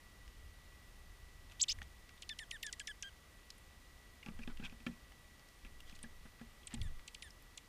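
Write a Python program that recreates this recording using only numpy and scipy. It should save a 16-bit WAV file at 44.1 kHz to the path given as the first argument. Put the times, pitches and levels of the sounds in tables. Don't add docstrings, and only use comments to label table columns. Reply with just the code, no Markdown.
import sys
import numpy as np
from scipy import signal
from scipy.fft import rfft, irfft
from scipy.io import wavfile
from scipy.ndimage import uniform_filter1d

SR = 44100
rng = np.random.default_rng(int(sys.argv[2]) if len(sys.argv) > 2 else 0)


def rack_gain(trim_db):
    fader = np.asarray(trim_db, float)
    return 10 ** (fader / 20)


def int16_out(signal):
    q = np.round(np.clip(np.atleast_2d(signal).T, -1, 1) * 32767)
    wavfile.write(sys.argv[1], SR, q.astype(np.int16))


N = 338688

# start in seconds, peak level in dB, level of the bright part in dB,
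# ring time in seconds, level of the claw tick on the tray in dB.
LANDINGS = [(4.263, -46.5, -49.5, 0.11, -41), (4.286, -39, -52, 0.11, -46), (4.391, -44, -50.5, 0.13, -54),
            (4.476, -38.5, -47.5, 0.08, -49), (4.598, -41, -52, 0.056, -52), (4.626, -45, -51, 0.14, -62),
            (4.724, -49.5, -57, 0.084, -52.5), (4.805, -55, -63, 0.1, -53.5),
            (4.866, -33.5, -39.5, 0.12, -34.5), (4.89, -47.5, -71, 0.16, -68), (5.65, -52, -56, 0.071, -48),
            (5.926, -52.5, -72, 0.062, -52), (6.039, -46, -50, 0.11, -62), (6.254, -51, -58, 0.08, -66),
            (6.413, -45, -51.5, 0.13, -62), (6.608, -69, -65, 0.094, -68), (6.738, -39, -50.5, 0.12, -60),
            (6.776, -52, -58, 0.054, -54), (1.815, -55, -52, 0.07, -70)]


def level(x, db):
    return x * rack_gain(db) / np.sqrt(np.mean(x ** 2))


def band(x, lo_hz, hi_hz, order=2):
    edges_hz = [lo_hz, min(hi_hz, 0.45 * SR)]
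    return signal.sosfilt(signal.butter(order, edges_hz, "band", fs=SR, output="sos"), x)


def add(out, s, x):
    i = int(s * SR)
    out[i:i + len(x)] += x[:len(out) - i]


def ring(hz, t60, t):
    return np.sin(2 * np.pi * hz * t) * np.exp(-np.log(1000) * t / t60)


def camera():
    # frequency in Hz, density in dB per Hz.
    hiss_colour = [(60, -34), (110, -3.5), (400, -11.5), (1200, -15.5), (1500, -16.5), (2000, -15.5),
                   (3300, -16.5), (7000, -22.5), (13900, -28), (15300, -33)]
    # centre in Hz, width in Hz, level in dB.
    whine_bands = [(1969, 83, -76), (1163, 105, -78), (9540, 110, -84), (14250, 300, -86)]
    hz = np.arange(N // 2 + 1) * SR / N + 1
    corner_hz, corner_db = np.transpose(hiss_colour)
    colour = rack_gain(np.interp(np.log(hz), np.log(corner_hz), corner_db))
    hiss = level(irfft(rfft(rng.standard_normal(N)) * colour, N), -65)
    for centre_hz, width_hz, db in whine_bands:
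        lo_hz, hi_hz = centre_hz - width_hz / 2, centre_hz + width_hz / 2
        hiss = hiss + level(band(rng.standard_normal(N), lo_hz, hi_hz, order=1), db)
    whine = np.sin(2 * np.pi * 1948.5 * np.arange(N) / SR)
    return hiss + level(whine, -72.5)


def wind():
    # time in seconds, strength in dB.
    gusts = [(0.0, -62.5), (0.51, -54), (0.62, -59.5), (1.6, -56), (1.67, -73), (1.71, -54), (1.9, -50.5),
             (1.94, -62.5), (4.28, -63.5), (4.3, -55.5), (5.6, -66), (5.67, -53), (5.73, -63),
             (6.72, -62.5), (6.8, -39.5), (6.87, -43), (6.99, -61.5), (7.68, -64)]
    # time in seconds, rise in seconds, fall in seconds, level in dB.
    wing_puffs = [
        (1.8, .05, .06, -62),
        (6.81, .035, 0.052, -40),
    ]
    rumble_db, buffet_db, buffet_follows = -1, -66.5, 0.76
    s, gust_db = np.transpose(gusts)
    t = np.arange(N) / SR
    gust_db = np.interp(t, s, gust_db)
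    puffs = np.zeros(N)
    for at, rise, fall, db in wing_puffs:
        puffs += rack_gain(db) * np.exp(-np.abs(t - at) / np.where(t < at, rise, fall))
    rumble = level(band(rng.standard_normal(N), 17.5, 48), 0) * rack_gain(gust_db + rumble_db)
    buffet = level(band(rng.standard_normal(N), 49.4, 82), 0)
    buffet = buffet * rack_gain(buffet_db + buffet_follows * (gust_db + 62.5))
    flapping = puffs * level(band(rng.standard_normal(N), 72, 111), 0)
    return rumble + buffet + flapping


def ticks():
    # start in seconds, peak in dB, centre in Hz, crack against the tone in dB.
    seed_ticks = [(0.2782, -54, 3130, 4.5), (1.498, -56, 3630, 1), (1.5204, -51.5, 3030, 4),
                  (1.8175, -45, 3100, -2), (1.828, -50.5, 3470, 3), (2.092, -52, 2490, 6),
                  (2.176, -56, 3510, -5), (2.231, -43.5, 2850, -13), (3.5036, -41, 4600, -1.5),
                  (3.5813, -53.5, 10060, -5), (3.8448, -62, 3050, -5), (4.2283, -44.5, 2710, -14.5),
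                  (4.5723, -51, 2900, 4), (4.6967, -49, 2520, -5), (5.1203, -58, 2050, 7),
                  (5.3945, -60, 3550, 9), (5.4869, -57.5, 5170, 4), (5.6644, -53, 2370, -3),
                  (5.8044, -48.5, 3060, 3.5), (5.896, -53, 2870, 6), (5.9508, -55, 4030, -5),
                  (5.9644, -57, 2670, -5), (5.9903, -54, 3160, 3), (6.3957, -58, 2190, 4),
                  (6.6325, -53.5, 3080, -5), (6.7062, -54, 2560, -5), (6.995, -57.5, 2130, 11),
                  (7.3053, -48, 5300, -5), (7.423, -55, 11500, -20), (4.4752, -46, 3400, -4)]
    # start in seconds, peak in dB, centre in Hz, crack against the tone in dB.
    dull_pecks = [
        (1.7866, -46, 1860, -1),
        (1.8165, -38, 1760, -13),
        (6.0456, -50, 1690, -9),
    ]
    # start in seconds, peak in dB.
    husk_snaps = [(1.7868, -58), (3.5036, -62), (5.8044, -61), (5.9903, -62)]
    claw_lead_s, tray_hz, claw_crack_db = 0.001515, 2520, -4
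    husk_hz, husk_crack_db = 8800, 7
    tick_ring_s, peck_ring_s = 0.024, 0.017
    claws = [(s - claw_lead_s, db, tray_hz, claw_crack_db) for s, *_, db in LANDINGS]
    husks = [(s, db, husk_hz, husk_crack_db) for s, db in husk_snaps]
    rows = [(*row, tick_ring_s) for row in [*seed_ticks, *claws, *husks]]
    rows += [(*row, peck_ring_s) for row in dull_pecks]

    out, t = np.zeros(N), np.arange(int(0.033 * SR)) / SR
    chance = rng.standard_normal((len(rows), 2, len(t)))
    for (s, db, hz, crack_db, t60), (push, snap) in zip(rows, chance):
        tone = band(push * np.exp(-np.log(1000) * t / max(t60, 0.003)), hz * 0.9, hz * 1.1)
        crack = band(snap * np.exp(-t / 0.002), hz * 0.45, hz * 1.9)
        tone = tone / np.abs(tone).max()
        crack = rack_gain(crack_db) * crack / np.abs(crack).max()
        add(out, s, rack_gain(db - 1.0) * (tone + crack))
    return out


def scrapes():
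    # start in seconds, length in seconds, level in dB, centre in Hz, upper hiss in dB.
    drags = [(4.413, .034, -56, 2520, -6), (4.634, 0.037, -47.5, 2530, -13),
             (4.638, 0.038, -53.5, 3370, -7), (5.86, 0.085, -69, 3200, 3), (6.7, 0.055, -66, 1900, 7.5),
             (4.48, .05, -66, 1400, 4), (4.6, .09, -66, 1500, 7), (4.265, .045, -67, 1200, 4),
             (1.49, .05, -70, 2600, 4), (4.9, 0.057, -72.5, 2400, 1), (5.948, .02, -72, 4200, 11.5),
             (6.035, 0.029, -66, 1670, -6), (6.395, 0.021, -70, 1400, 0), (6.252, 0.024, -71.5, 1170, 7.5)]
    out = np.zeros(N)
    for s, length, db, hz, upper_db in drags:
        count = int(length * SR)
        slips = rng.standard_normal(count) * rack_gain(2.2 * rng.exponential(size=count))
        slips = slips * (rng.random(count) < 0.05)
        hollow = level(band(slips, hz * 0.92, hz * 1.08), 0)
        upper = level(band(slips, hz * 0.45, hz * 1.9), upper_db)
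        add(out, s, rack_gain(db) * (hollow + upper) * np.hanning(count) ** 0.39)
    return out


def unroll(rows):
    s, *columns = np.transpose(rows)
    t = np.arange(s[0], s[-1], 1 / SR)
    ends = np.clip(np.minimum(t - s[0], s[-1] - t) / 0.0015, 0, 1)
    return ends, [uniform_filter1d(np.interp(t, s, c), size=40) for c in columns]


def squeaks():
    # time in seconds, pitch in Hz, level in dB.
    calls = [
        [(1.595, 2900, -54), (1.599, 3300, -44), (1.603, 3830, -40.5), (1.609, 4270, -44), (1.615, 5220, -34),
         (1.618, 5600, -48)],
        [(1.607, 2500, -46), (1.612, 3430, -35), (1.618, 6650, -23.5), (1.6215, 7200, -32),
         (1.624, 7580, -24.5), (1.630, 7740, -22.5), (1.634, 4930, -37.5), (1.638, 3260, -31),
         (1.648, 2330, -58)],
        [(1.681, 3400, -55), (1.686, 3530, -33), (1.690, 4380, -39), (1.695, 5040, -31), (1.7, 5060, -32),
         (1.712, 5250, -42), (1.7185, 6150, -38), (1.726, 6300, -42), (1.730, 5600, -56)],
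        [(1.690, 2495, -44), (1.696, 2790, -43.5), (1.710, 3075, -38.5), (1.716, 3440, -44), (1.720, 5380, -32),
         (1.725, 3220, -53), (1.732, 2700, -51)],
    ]
    buzz_hz, rasp_db, beak_top_hz = 584, -10, 8000
    clear_db, buzz_per_db, buzz_most = -25.5, 0.045, 0.8
    octave_start_db, octave_until_hz, octave_db_per_khz = -8.5, 4200, -14
    out = np.zeros(N)
    for rows in calls:
        ends, (hz, db) = unroll(rows)
        buzz = np.clip(buzz_per_db * (clear_db - db), 0, buzz_most)
        octave_db = octave_start_db + octave_db_per_khz * np.clip(hz - octave_until_hz, 0, None) / 1000
        wobble = uniform_filter1d(rng.standard_normal(len(hz)), size=80)
        flutter = np.sin(2 * np.pi * np.cumsum(buzz_hz * (1 + 0.82 * wobble)) / SR)
        phase = 2 * np.pi * np.cumsum(hz * (1 + 0.27 * buzz * wobble)) / SR + 0.86 * buzz * flutter
        breath = level(band(rng.standard_normal(len(hz)), 3000, beak_top_hz), 0)
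        voice = np.sin(phase) + rack_gain(octave_db) * np.sin(2 * phase) + rack_gain(rasp_db) * buzz * breath
        loudness = rack_gain(db + 18 * buzz * wobble[::-1]) * (1 + buzz * flutter) ** 1.2
        add(out, rows[0][0], ends * loudness * voice)
    beak = signal.ellip(6, 0.5, 50, beak_top_hz, fs=SR, output="sos")
    clear = signal.sosfilt(beak, band(out, 2200, 19000, order=3))
    strain = band(out * np.abs(out), 8700, 13200, order=4)
    return clear + level(strain, -75.5)


def knocks():
    # frequency in Hz, level in dB, share of the ring time.
    board_modes = [(149.3, -9, 1.9), (182.7, -4, 1.5), (230.5, 5.5, 1.13), (317, -17.5, 0.89),
                   (430, -18, 0.35)]
    # frequency in Hz, level in dB, ring time in seconds.
    slat_modes = [(550, -13, 0.066), (838, 7, 0.034), (1184, -24, .03), (1366, 1, 0.034), (1704, 9, 0.032),
                  (2160, -13, 0.064), (2580, 6, 0.01), (3130, 2, 0.026), (4300, -14, 0.02)]
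    out, t = np.zeros(N), np.arange(int(0.2 * SR)) / SR
    chance = rng.standard_normal((len(LANDINGS), 2, len(board_modes) + len(slat_modes)))
    grit = rng.standard_normal((len(LANDINGS), len(t)))
    for (s, db, bright_db, t60, _), (tune, size), noise in zip(LANDINGS, chance, grit):
        low, high = np.zeros(len(t)), np.zeros(len(t))
        for k, (hz, mode_db, share) in enumerate(board_modes):
            mode = ring(hz * (1 + 0.027 * tune[k]), max(t60, 0.02) * share, t)
            low += rack_gain(mode_db + 3.1 * size[k]) * mode
        for k, (hz, mode_db, ring_s) in enumerate(slat_modes):
            mode = ring(hz * (1 + 0.015 * tune[-k - 1]), ring_s, t)
            high += rack_gain(mode_db + 2.5 * size[-k - 1]) * mode
        high = signal.fftconvolve(high, noise[:int(0.005 * SR)])[:len(t)]
        low = low * (1 - np.exp(-t / 0.0012))
        tail = level(band(noise, 350, 1800, order=1), bright_db - 13) * np.exp(-t / 0.018)
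        thud = level(band(noise[::-1], 120, 347), db - 14.0)
        thud = thud * (1 - np.exp(-t / 0.0055)) * np.exp(-t / 0.026)
        low = rack_gain(db) * low / np.abs(low).max()
        high = rack_gain(bright_db + 1.0) * high / np.abs(high).max()
        add(out, s, low + high + tail + thud)
    return out


def near_echoes(x):
    echo_ms, echo_db = 4.2, -3.5
    t = np.arange(int(0.02 * SR)) / SR
    response = rng.standard_normal(len(t)) * (rng.random(len(t)) < 0.07)
    response = response * (t > 0.0003) * np.exp(-t * 1000 / echo_ms)
    response = rack_gain(echo_db) * response / np.sqrt(np.sum(response ** 2))
    return x + signal.fftconvolve(x, response)[:len(x)]


def chips():
    # start in seconds, start pitch in Hz, level early in the fall in dB, midway in dB,
    # near 3 kHz in dB.
    falls = [(2.2198, 9570, -44, -50, -42), (2.2906, 6870, -38, -39, -38), (2.3870, 7350, -43, -47.5, -38),
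             (2.5089, 7570, -40, -51, -36), (2.627, 7750, -39, -46, -34.5),
             (2.664, 10360, -35.5, -38, -45.5), (2.7258, 10300, -34, -37, -43),
             (2.7952, 8860, -35, -50, -38), (2.8713, 7450, -34, -50, -36), (3.024, 7640, -29, -65, -39),
             (6.0284, 11370, -35.5, -63, -49), (6.6702, 10150, -33, -60, -43.5),
             (6.7394, 10060, -34.5, -58, -42), (6.8128, 6740, -59, -41.5, -42.5),
             (7.0764, 9450, -41.5, -52, -42.5), (7.1443, 10030, -44.5, -51, -41),
             (7.221, 6680, -54, -42, -40), (7.5742, 9150, -38.5, -52, -42)]
    end_hz, fall_ms, fade_ms = 1946, 3.2, 1.3
    octave_db = -8
    out, t = np.zeros(N), np.arange(int(0.04 * SR)) / SR
    for s, hz, high_db, mid_db, low_db in falls:
        pitch = end_hz + (hz - end_hz) * np.exp(-(t * 1000 / fall_ms) ** 1.427)
        phase = 2 * np.pi * np.cumsum(pitch) / SR
        throat_hz = [2200, 3300, hz * 0.58, hz * 0.76, hz * 0.88, hz]
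        throat_db = [low_db - 10.5, low_db, mid_db, high_db - 2, high_db, high_db - 4]
        db = np.interp(np.log(pitch), np.log(throat_hz), throat_db)
        fade = np.exp(-np.clip(t * 1000 - 2.4 * fall_ms, 0, None) / fade_ms)
        shape = np.clip(t / 0.002, 0, 1) * fade
        octave = rack_gain(low_db + octave_db) * np.exp(-t / 0.009)
        octave = octave * np.clip((12500 - 2 * pitch) / 2500, 0.1, 1) * (2 * pitch < 16000)
        voice = rack_gain(db) * np.sin(phase) + octave * np.sin(2 * phase)
        add(out, s, near_echoes(shape * voice))
    return out


def held_notes():
    # start in seconds, length in seconds, pitch in Hz, level in dB,
    # second harmonic against the first in dB.
    nasal_notes = [(2.297, .042, 1783, -54, 4.5), (2.394, 0.052, 1880, -53, -11),
                   (2.516, 0.058, 1950, -52.5, -10), (2.634, .071, 1834, -51, -7),
                   (2.732, .014, 1900, -55, -9), (2.801, .023, 1646, -52, -7),
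                   (2.878, .046, 1733, -49, -8.5), (3.03, .068, 1560, -55, -0.8),
                   (6.823, 0.069, 1930, -65.5, -3.5), (7.229, .062, 1887, -62, -7.5)]
    settle_share, settle_ms = 0.121, 4.03
    sag_hz_per_s, sag_from_hz = 16, 1639
    droop_share, droop_ms, fade_db, nasal_end_db = 0.16, 16, -21.5, 11.5
    fourth_db, fifth_db, nasal_dulls = -75, -74, 1.1
    upper_follows, bright_start_db, bright_ms = 0.4, 11, 18
    out = np.zeros(N)
    for s, length, start_hz, db, nasal_db in nasal_notes:
        t = np.arange(int(length * SR)) / SR
        ends = np.clip(np.minimum(t, length - t) / 0.0012, 0, 1)
        settle = np.exp(-t * 1000 / settle_ms)
        spent = np.clip(1 - (length - t) / min(droop_ms / 1000, length / 2), 0, 1)
        plain = np.clip(-nasal_db / 10, 0, 1)

        sag = sag_hz_per_s * (start_hz - sag_from_hz) * np.clip(1 - nasal_db / 5, 0, 1) ** 0.3
        landing = settle_share * settle * np.clip(1 - nasal_db / 6, 0, 1)
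        droop = droop_share * min(length / 0.042, 1) * spent ** 1.26
        hz = (start_hz - sag * t) * (1 + landing - droop)

        first = db + fade_db * spent ** 1.54
        linger = nasal_end_db * (0.33 + plain) * np.sin(np.pi * spent ** 1.4)
        second = first + nasal_db - 6 * settle + linger
        dull = nasal_dulls * max(nasal_db + 2.5, 0)
        upper = upper_follows * (db + 55) - dull
        upper = upper + bright_start_db * np.exp(-t * 1000 / bright_ms) + 0.73 * fade_db * spent ** 2
        fourth, fifth = fourth_db + upper, fifth_db + upper
        stack = [first, second, (second + fourth) / 2 - 8, fourth, fifth - dull, fifth - 11]

        waver = uniform_filter1d(rng.standard_normal((7, len(hz))), size=150)
        waver = uniform_filter1d(waver, size=150) * np.sqrt(150)
        phase = 2 * np.pi * np.cumsum(hz * (1 + 0.008 * waver[-1])) / SR
        patchy_db = waver * (1.7 + 1.37 * np.arange(7))[:, None]
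        voice = np.zeros(len(t))
        for k, harmonic_db in enumerate(stack):
            voice += rack_gain(harmonic_db + patchy_db[k]) * np.sin((k + 1) * phase)
        add(out, s, ends * np.sqrt(2) * voice)
    return out


def sway():
    # start in seconds, length in seconds, level in dB.
    rockings = [
        (4.27, .48, -45),
        (5.6, 0.77, -54.5),
        (6.739, .28, -42),
    ]
    sway_hz = 14.5
    out = np.zeros(N)
    for s, length, db in rockings:
        t = np.arange(int(length * SR)) / SR
        swell = np.hanning(len(t)) ** 0.39
        add(out, s, np.sqrt(2) * rack_gain(db) * swell * np.sin(2 * np.pi * sway_hz * t))
    return out


def scene():
    background = camera() + wind() + sway()
    table = ticks() + scrapes() + knocks()
    birds = squeaks() + chips() + held_notes()
    return (background + table + birds)[None, :]


def top_cut(x):
    return signal.sosfilt(signal.butter(12, 15700, fs=SR, output="sos"), x)


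def record(dry):
    top = signal.ellip(8, 0.3, 60, 15350, fs=SR, output="sos")
    mix = signal.sosfilt(top, dry)
    return top_cut(mix)


dry = scene()
out = record(dry)
int16_out(out)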